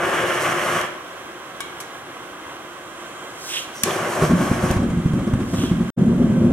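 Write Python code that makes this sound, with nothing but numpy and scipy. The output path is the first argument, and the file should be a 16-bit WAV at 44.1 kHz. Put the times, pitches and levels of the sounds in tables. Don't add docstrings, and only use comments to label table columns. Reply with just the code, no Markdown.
import sys
import numpy as np
from scipy import signal
from scipy.fft import rfft, irfft, next_fast_len
from scipy.io import wavfile
from scipy.ndimage import uniform_filter1d

SR = 44100
rng = np.random.default_rng(int(sys.argv[2]) if len(sys.argv) > 2 else 0)


def digitize_waveform(pressure):
    field = np.atleast_2d(pressure).T
    bounded = np.clip(field, -1, 1)
    quanta = np.round(bounded * 32767).astype(np.int16)
    wavfile.write(sys.argv[1], SR, quanta)


N = 287835
T = np.arange(N) / SR
SIZE = next_fast_len(N + SR)
HZ = np.maximum(np.arange(SIZE // 2 + 1) * SR / SIZE, 1)

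# time in seconds, level in dB.
TORCH_LEVELS = [
    [(0, -24.5), (.58, -26), (.78, -24), (.865, -35), (.905, -57)],
    [(3.72, -32.5), (3.9, -23.5), (4.15, -25), (4.235, -21.5), (4.33, -31), (4.42, -24), (4.6, -28),
     (4.71, -25.5), (4.76, -31), (4.82, -63)],
]
# gas on in seconds, lit in seconds, then rasp and nozzle hiss in dB re the flame body.
TORCH_BURNS = [(-.5, -.4, -1, -10.5), (3.73, 3.822, -8.5, -12)]
# frequency in Hz, density in dB per Hz.
FLAME_SPECTRUM = [(25, -33), (90, -13.5), (160, -5.5), (280, -12), (360, -1), (480, -5), (650, -1),
                  (850, -4.5), (1250, -14.5), (1700, -24), (2600, -29)]
# frequency in Hz, density in dB per Hz.
RASP_SPECTRUM = [(700, -16), (1200, 1.5), (1900, 0.5), (2500, -6.5), (2950, -4.5), (3600, -15), (4300, -27)]
# frequency in Hz, density in dB per Hz.
NOZZLE_SPECTRUM = [(2500, -32), (4000, 0), (5850, 2), (8500, 2), (12000, 0), (16000, -11.5)]
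# frequency in Hz, density in dB per Hz.
BLOWER_SPECTRUM = [(25, -26), (120, -10.5), (240, -11.5), (310, -3.5), (550, -4.5), (1100, -3), (1600, -7),
                   (2300, -13.5), (3200, -13), (4500, -24), (8000, -24), (12000, -32), (16000, -34.5)]
# frequency in Hz, width in Hz, gain in dB.
HOUSING_RINGS = [(1547, 36, 5.5), (1760, 89, -2.5), (2069, 46, 6.5)]
# start in seconds, level in dB, time to die by 60 dB in
# seconds, dullness in dB per octave, metal ring in dB re the click's level.
CLICK_EVENTS = [(0.813, -20, 0.018, 3, -27), (1.6052, -23.5, 0.04, -1, -5), (1.8022, -28, 0.09, -2, -35),
                (3.491, -27, .02, 3, -25), (3.8347, -4, 0.011, -3, -41), (3.8364, -8, 0.02, 0, -26),
                (4.712, -22, .02, 1, -25)]
# frequency in Hz, level in dB, time to die by 60 dB in seconds.
METAL_MODES = [(1140, 5, 0.035), (1560, 6, 0.025), (2234, -2, 0.2), (2905, -12.5, 0.35),
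               (3150, -11.5, 0.42), (3300, 3, .022), (3740, -4, 0.06), (7079, -10, 0.14)]
# frequency in Hz, width in Hz, gain in dB.
CRACK_RINGS = [(2290, 300, 9), (5700, 1400, 3), (8700, 800, 1.5), (10500, 920, 5.5)]
# frequency in Hz, width in Hz, level in dB.
PIPE_RINGS = [(3180, 16, 14), (7000, 750, 2.5), (8200, 290, 4.5), (10750, 350, -2)]
# loudest moment in seconds, airy level in dB, scratchy level in dB.
SCUFF_EVENTS = [(3.55, -31, -27.5), (5.618, -38, -35)]
# frequency in Hz, density in dB per Hz.
BRUSH_SPECTRUM = [(3500, -5), (5500, -0.5), (8500, -3), (12000, -12), (16000, -16)]
# frequency in Hz, density in dB per Hz.
SCRATCH_SPECTRUM = [(1500, -17), (2300, -11.5), (2800, -3.5), (3250, -3.5), (3800, -10), (5000, -25)]
# start in seconds,
# level in dB, ring in Hz, time to die by 60 dB in seconds, bright flash in dB re the ring.
THUMP_EVENTS = [(3.835, -20.5, 210, 0.043, -29), (4.219, -10.5, 160, 0.12, -10.5),
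                (4.305, -10, 225, 0.078, -13.5), (4.329, -6.5, 186, 0.076, -37),
                (4.398, -18, 184, 0.085, -13), (4.512, -4.5, 208, 0.022, -25),
                (4.635, -8.5, 175.5, 0.05, -19), (4.703, -11.5, 72, 0.039, -22),
                (4.763, -10.5, 104, 0.04, -18), (4.798, -16, 181.6, 0.12, -20),
                (4.826, -17, 238, 0.089, -17), (4.898, -16, 93, 0.05, -16), (4.969, -13.5, 166, 0.081, -27),
                (5.055, -5.5, 160, 0.041, -27), (5.133, -10, 155, 0.026, -20),
                (5.186, -24.5, 194, 0.056, -12), (5.27, -14, 190, 0.073, -19),
                (5.334, -4, 116, 0.028, -21.5), (5.399, -25, 190, 0.083, -8), (5.534, -17, 172, 0.07, -9),
                (5.587, -10.5, 147, 0.025, -26), (5.632, -10.5, 258, 0.05, -19),
                (5.712, -6.5, 183, 0.043, -24), (5.803, -12.5, 191, 0.09, -25)]
# frequency in Hz, density in dB per Hz.
EARLY_SPECTRUM = [(20, -29), (60, -10), (130, -9), (187, -5), (208, -4), (232, -4), (275, -6), (310, -16.5),
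                  (355, -12.5), (420, -20.5), (700, -30), (950, -51)]
# frequency in Hz, density in dB per Hz.
LICK_SPECTRUM = [(350, 9), (1200, -0.5), (3000, -15.5), (5000, -22.5), (9000, -19), (16000, -41)]
# loudest moment in seconds, level in dB, half length in seconds.
SPIT_EVENTS = [(3.897, -34.5, 0.033), (4.39, -36.5, 0.021), (4.708, -31.5, 0.01)]
# frequency in Hz, density in dB per Hz.
LATER_SPECTRUM = [(20, -27), (90, -10), (150, -6), (190, -3), (250, -0.5), (295, -16), (352, -13), (420, -18),
                  (800, -29.5), (1000, -37)]
# frequency in Hz, width in Hz, gain in dB.
SURROUNDINGS = [(176, 54, 2.5), (231.5, 5, 5.5), (354, 47, 4.5), (421, 24, -8.5), (546.6, 11, 3.5),
                (883, 138, -5.5), (1107, 185, 2.5), (1635, 35, 5.5), (3210, 82, 4), (4760, 270, -2.5),
                (5890, 230, 5.5)]
# frequency in Hz, left minus right in dB.
PORT_SHADE = [(30, -4), (500, 1.7), (2400, -2.5), (5000, -2)]

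UNLIT_DB = 1.5
CATCH_S, RASP_CATCH_S = 0.045, 0.06
JET_HZ, JET_WIDTH_HZ, JET_DB = 5800, 900, -5
BLOWER_DB, LATER_BLOWER_DB = -37, -3
WHINE_HZ, WHINE_DB = 2696, -27
CLICK_ALIKE_HZ = 3520
VALVE_S, VALVE_OPENING_S, VALVE_DB, VALVE_SAG_DB_PER_S = 2.48, 0.61, -51, 1.2
SWELL_S, EBB_S = 0.14, 0.09
SCRATCH_SWELL_S, SCRATCH_EBB_S = 0.06, 0.085
LIGHTS_S, LIGHT_UP_S = 4.15, 0.05
EARLY_DB, LATER_DB = -23.5, -16
BRIGHT_DB, LATER_BRIGHT_DB = -19.5, -23.5
WHOOSH_DB, WHOOSH_S = 22, 0.056
SHOP_T60_S, SHOP_DB, SHOP_DAMP_HZ = 0.74, -0.5, 3940
ALIKE_HZ, UNLIKE_BASS = 880, 0.053
DROP_S, RETURN_S, FADE_S = 5.903, 5.963, 0.025
TOP_HZ = 15880


def undb(db):
    return 10 ** (np.asarray(db) / 20)


def unit(x):
    return x / np.sqrt(np.mean(x ** 2))


def shape(x, gain):
    return irfft(rfft(x, SIZE) * gain, SIZE)[..., :N]


def tint(x, table):
    hz, db = np.transpose(table)
    level_db = np.interp(np.log(HZ), np.log(hz), db, left=-90, right=-90)
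    return unit(shape(x, undb(level_db)))


def bell(hz, width):
    return 1 / (1 + (2 * (HZ - hz) / width) ** 2)


def curve(spans):
    return [undb(np.interp(T, *np.transpose(s), left=-200, right=-200)) for s in spans]


def ramp(start, length):
    return np.clip((T - start) / length, 0, 1)


def walk(rate):
    hold = int(SR / rate)
    steps = np.repeat(rng.standard_normal(N // hold + 1), hold)
    return unit(uniform_filter1d(uniform_filter1d(steps, hold), hold)[:N])


def grains(rate, spread_db):
    return (rng.random(N) < rate / SR) * undb(spread_db * rng.exponential(size=N))


def even(x):
    return x / np.sqrt(uniform_filter1d(x ** 2, SR // 12))


def place(x, lag_s, pan_db):
    side = np.array([[1], [-1]]) / 2
    return shape(x, undb(pan_db * side) * np.exp(-2j * np.pi * HZ * lag_s * side))


def spread(three):
    alike = (1 - UNLIKE_BASS) / (1 + (HZ / ALIKE_HZ) ** 2)
    return np.sqrt(alike) * three[0] + np.sqrt(1 - alike) * three[1:]


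def torch():
    burning = unit(grains(2500, 2.6)) + 1.07 * rng.standard_normal(N)
    body = even(tint(burning, FLAME_SPECTRUM)) * undb(1.6 * walk(70) + 0.6 * walk(14))
    rasp = even(tint(burning, RASP_SPECTRUM)) * undb(1.6 * walk(70) + 0.6 * walk(14))
    hiss = tint(rng.standard_normal(N), NOZZLE_SPECTRUM) * undb(1.57 * walk(30))
    jet = unit(shape(rng.standard_normal(N), bell(JET_HZ, JET_WIDTH_HZ))) * undb(JET_DB)
    out = 0
    for level, (gas, lit, rasp_db, hiss_db) in zip(curve(TORCH_LEVELS), TORCH_BURNS):
        unlit = T < lit
        flow = ramp(gas, 0.028) * undb(hiss_db + UNLIT_DB * unlit)
        flame = body * ramp(lit, CATCH_S) + undb(rasp_db) * rasp * ramp(lit, RASP_CATCH_S)
        out = out + level * (flame + (hiss + jet * unlit) * flow)
    return out


def blower():
    housing = undb(sum(db * bell(hz, width) for hz, width, db in HOUSING_RINGS))
    air = []
    for _ in range(4):
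        rush = shape(tint(rng.standard_normal(N), BLOWER_SPECTRUM), housing)
        air.append(rush * undb(0.39 * walk(5.37) + 0.96 * walk(20)))
    whine = np.sin(2 * np.pi * WHINE_HZ * T) * undb(WHINE_DB + 2 * walk(4))
    filled = irfft(spread(rfft(air[1:], SIZE)), SIZE)[:, :N]
    level = undb(BLOWER_DB + LATER_BLOWER_DB * (T > DROP_S))
    return (place(air[0] + whine, 9e-5, -1.7) + 0.9 * filled) * level


def clicks():
    out, t = np.zeros((2, N)), T[:SR // 4]
    ring = sum(undb(db) * np.sin(2 * np.pi * hz * t) * np.exp(-np.log(1000) * t / t60)
               for hz, db, t60 in METAL_MODES)
    hz = np.arange(len(t) // 2 + 1) * SR / len(t)
    octaves = np.log2(np.maximum(hz, 800) / 5000)
    band = hz ** 2 / (hz ** 2 + 900 ** 2) / (1 + (hz / 12900) ** 12)
    band = band * undb(sum(db / (1 + (2 * (hz - f) / width) ** 2) for f, width, db in CRACK_RINGS))
    alike = 1 / (1 + (hz / CLICK_ALIKE_HZ) ** 4)
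    noises = rfft(rng.standard_normal((len(CLICK_EVENTS), 3, len(t))))
    for (s, db, length, dull_db, ring_db), noise in zip(CLICK_EVENTS, noises):
        ports = np.sqrt(alike) * noise[0] + np.sqrt(1 - alike) * noise[1:]
        crack = unit(irfft(ports * undb(-dull_db * octaves) * band, len(t)))
        crack = crack * np.exp(-np.log(1000) * t / length)
        i = int(s * SR)
        out[:, i:i + len(t)] += undb(db) * (crack + undb(ring_db) * ring)
    return out


def valve():
    rings = np.sqrt(sum(undb(2 * db) * bell(hz, width) for hz, width, db in PIPE_RINGS))
    sag_db = VALVE_SAG_DB_PER_S * np.maximum(T - VALVE_S - VALVE_OPENING_S, 0)
    hiss = unit(shape(rng.standard_normal(N), rings))
    return hiss * ramp(VALVE_S, VALVE_OPENING_S) * undb(VALVE_DB - sag_db)


def arch(s, db, swell, ebb):
    return undb(db - 10 * (np.abs(T - s) / np.where(T < s, swell, ebb)) ** 2.1)


def scuffs():
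    rubbing = 0.4 * unit(grains(2000, 2.5)) + rng.standard_normal(N)
    scratch = tint(rubbing, SCRATCH_SPECTRUM) * undb(2.2 * walk(130) + 1.6 * walk(45))
    air = tint(rng.standard_normal(N), BRUSH_SPECTRUM)
    out = 0
    for s, air_db, scratch_db in SCUFF_EVENTS:
        out = out + air * arch(s, air_db, SWELL_S, EBB_S)
        out = out + scratch * arch(s, scratch_db, SCRATCH_SWELL_S, SCRATCH_EBB_S)
    return out


def burner_and_thumps():
    rumble = ramp(LIGHTS_S, LIGHT_UP_S) ** 2 * undb(EARLY_DB + 1.07 * walk(28))
    flare = sum(np.exp(-((T - s - 0.015) / 0.035) ** 2) for s, *_ in THUMP_EVENTS)
    rumble *= 0.44 + 0.7 * np.minimum(flare, 1)
    lick = tint(rng.standard_normal(N), LICK_SPECTRUM)
    roar = even(tint(rng.standard_normal(N), EARLY_SPECTRUM))
    whoosh_db = WHOOSH_DB * np.exp(-((T - LIGHTS_S - LIGHT_UP_S) / WHOOSH_S) ** 2)
    out = rumble * (roar + undb(BRIGHT_DB + whoosh_db + 1.5 * walk(14)) * lick)
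    t = T[:SR // 4]
    for s, db, hz, t60, flash_db in THUMP_EVENTS:
        i = int(s * SR)
        swell = (1 - np.exp(-t / 0.003)) ** 2 * np.exp(-np.log(1000) * t / t60)
        phase = 2 * np.pi * hz * t
        thump = np.sin(phase) + 0.26 * np.sin(1.7 * phase) - 0.34 * np.sin(0.44 * phase)
        flash = undb(flash_db) * lick[i:i + len(t)]
        out[i:i + len(t)] += undb(db) * swell / swell.max() * (thump + flash)
    return out


def sputters():
    spit = tint(grains(1600, 4.1), SCRATCH_SPECTRUM)
    return spit * sum(undb(db) * np.exp(-((T - s) / half) ** 2) for s, db, half in SPIT_EVENTS)


def later_burner():
    roar = even(tint(rng.standard_normal(N), LATER_SPECTRUM))
    lick = tint(rng.standard_normal(N), LICK_SPECTRUM)
    return undb(LATER_DB + 1.7 * walk(50)) * (roar + undb(LATER_BRIGHT_DB) * lick)


def shop(x):
    t = T[:SR]
    noise = rng.standard_normal((3, SR)) * (1 - np.exp(-t / 0.00035))
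    slow = rfft(noise * np.exp(-np.log(1000) * t / SHOP_T60_S), SIZE)
    quick = rfft(noise * np.exp(-np.log(1000) * t / (0.45 * SHOP_T60_S)), SIZE)
    low = 1 / (1 + (HZ / SHOP_DAMP_HZ) ** 2)
    tail = (low * slow + (1 - low) * quick) / np.sqrt(SR * SHOP_T60_S / np.log(1000) / 2)
    band = (0.39 + 0.75 * HZ / (HZ + 700)) / (1 + (HZ / 11000) ** 4)
    return shape(x, undb(SHOP_DB) * band * spread(tail))


def scene():
    flame, snaps, gas = torch() + sputters(), clicks(), valve()
    feet, fire, hot = scuffs(), burner_and_thumps(), later_burner()
    pipe = place(gas, 9e-5, -1.8)
    direct = place(flame, -0.000026, 0.94) + place(snaps, -0.000096, 3.3) + pipe
    direct = direct + place(feet, -0.000088, -0.92) + place(fire, 2e-5, 0.1)
    before = flame + 1.12 * snaps.mean(axis=0) + 0.53 * feet + 0.81 * fire + gas
    after = 1.1 * hot + gas
    echo = shop(np.array([[before], [after]]))
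    later = place(hot, 6e-5, 0.16) + pipe + echo[1]
    heard = np.where(T < (DROP_S + RETURN_S) / 2, direct + echo[0], later) + blower()
    shade_hz, shade_db = np.transpose(PORT_SHADE)
    port_db = np.interp(np.log(HZ), np.log(shade_hz), shade_db) * np.array([[1], [-1]]) / 2
    colour_db = sum(db * bell(hz, width) for hz, width, db in SURROUNDINGS)
    return shape(heard, undb(colour_db - 1.5 + port_db))


def record(dry):
    gate = np.where(T < DROP_S, 1, np.clip((T - RETURN_S) / FADE_S, 0, 1) ** 2)
    rounded = np.tanh(0.6 * dry) / 0.6
    lowpass = signal.ellip(14, 0.3, 60, TOP_HZ, fs=SR, output="sos")
    return signal.sosfilt(lowpass, rounded * gate)


dry = scene()
out = record(dry)
digitize_waveform(out)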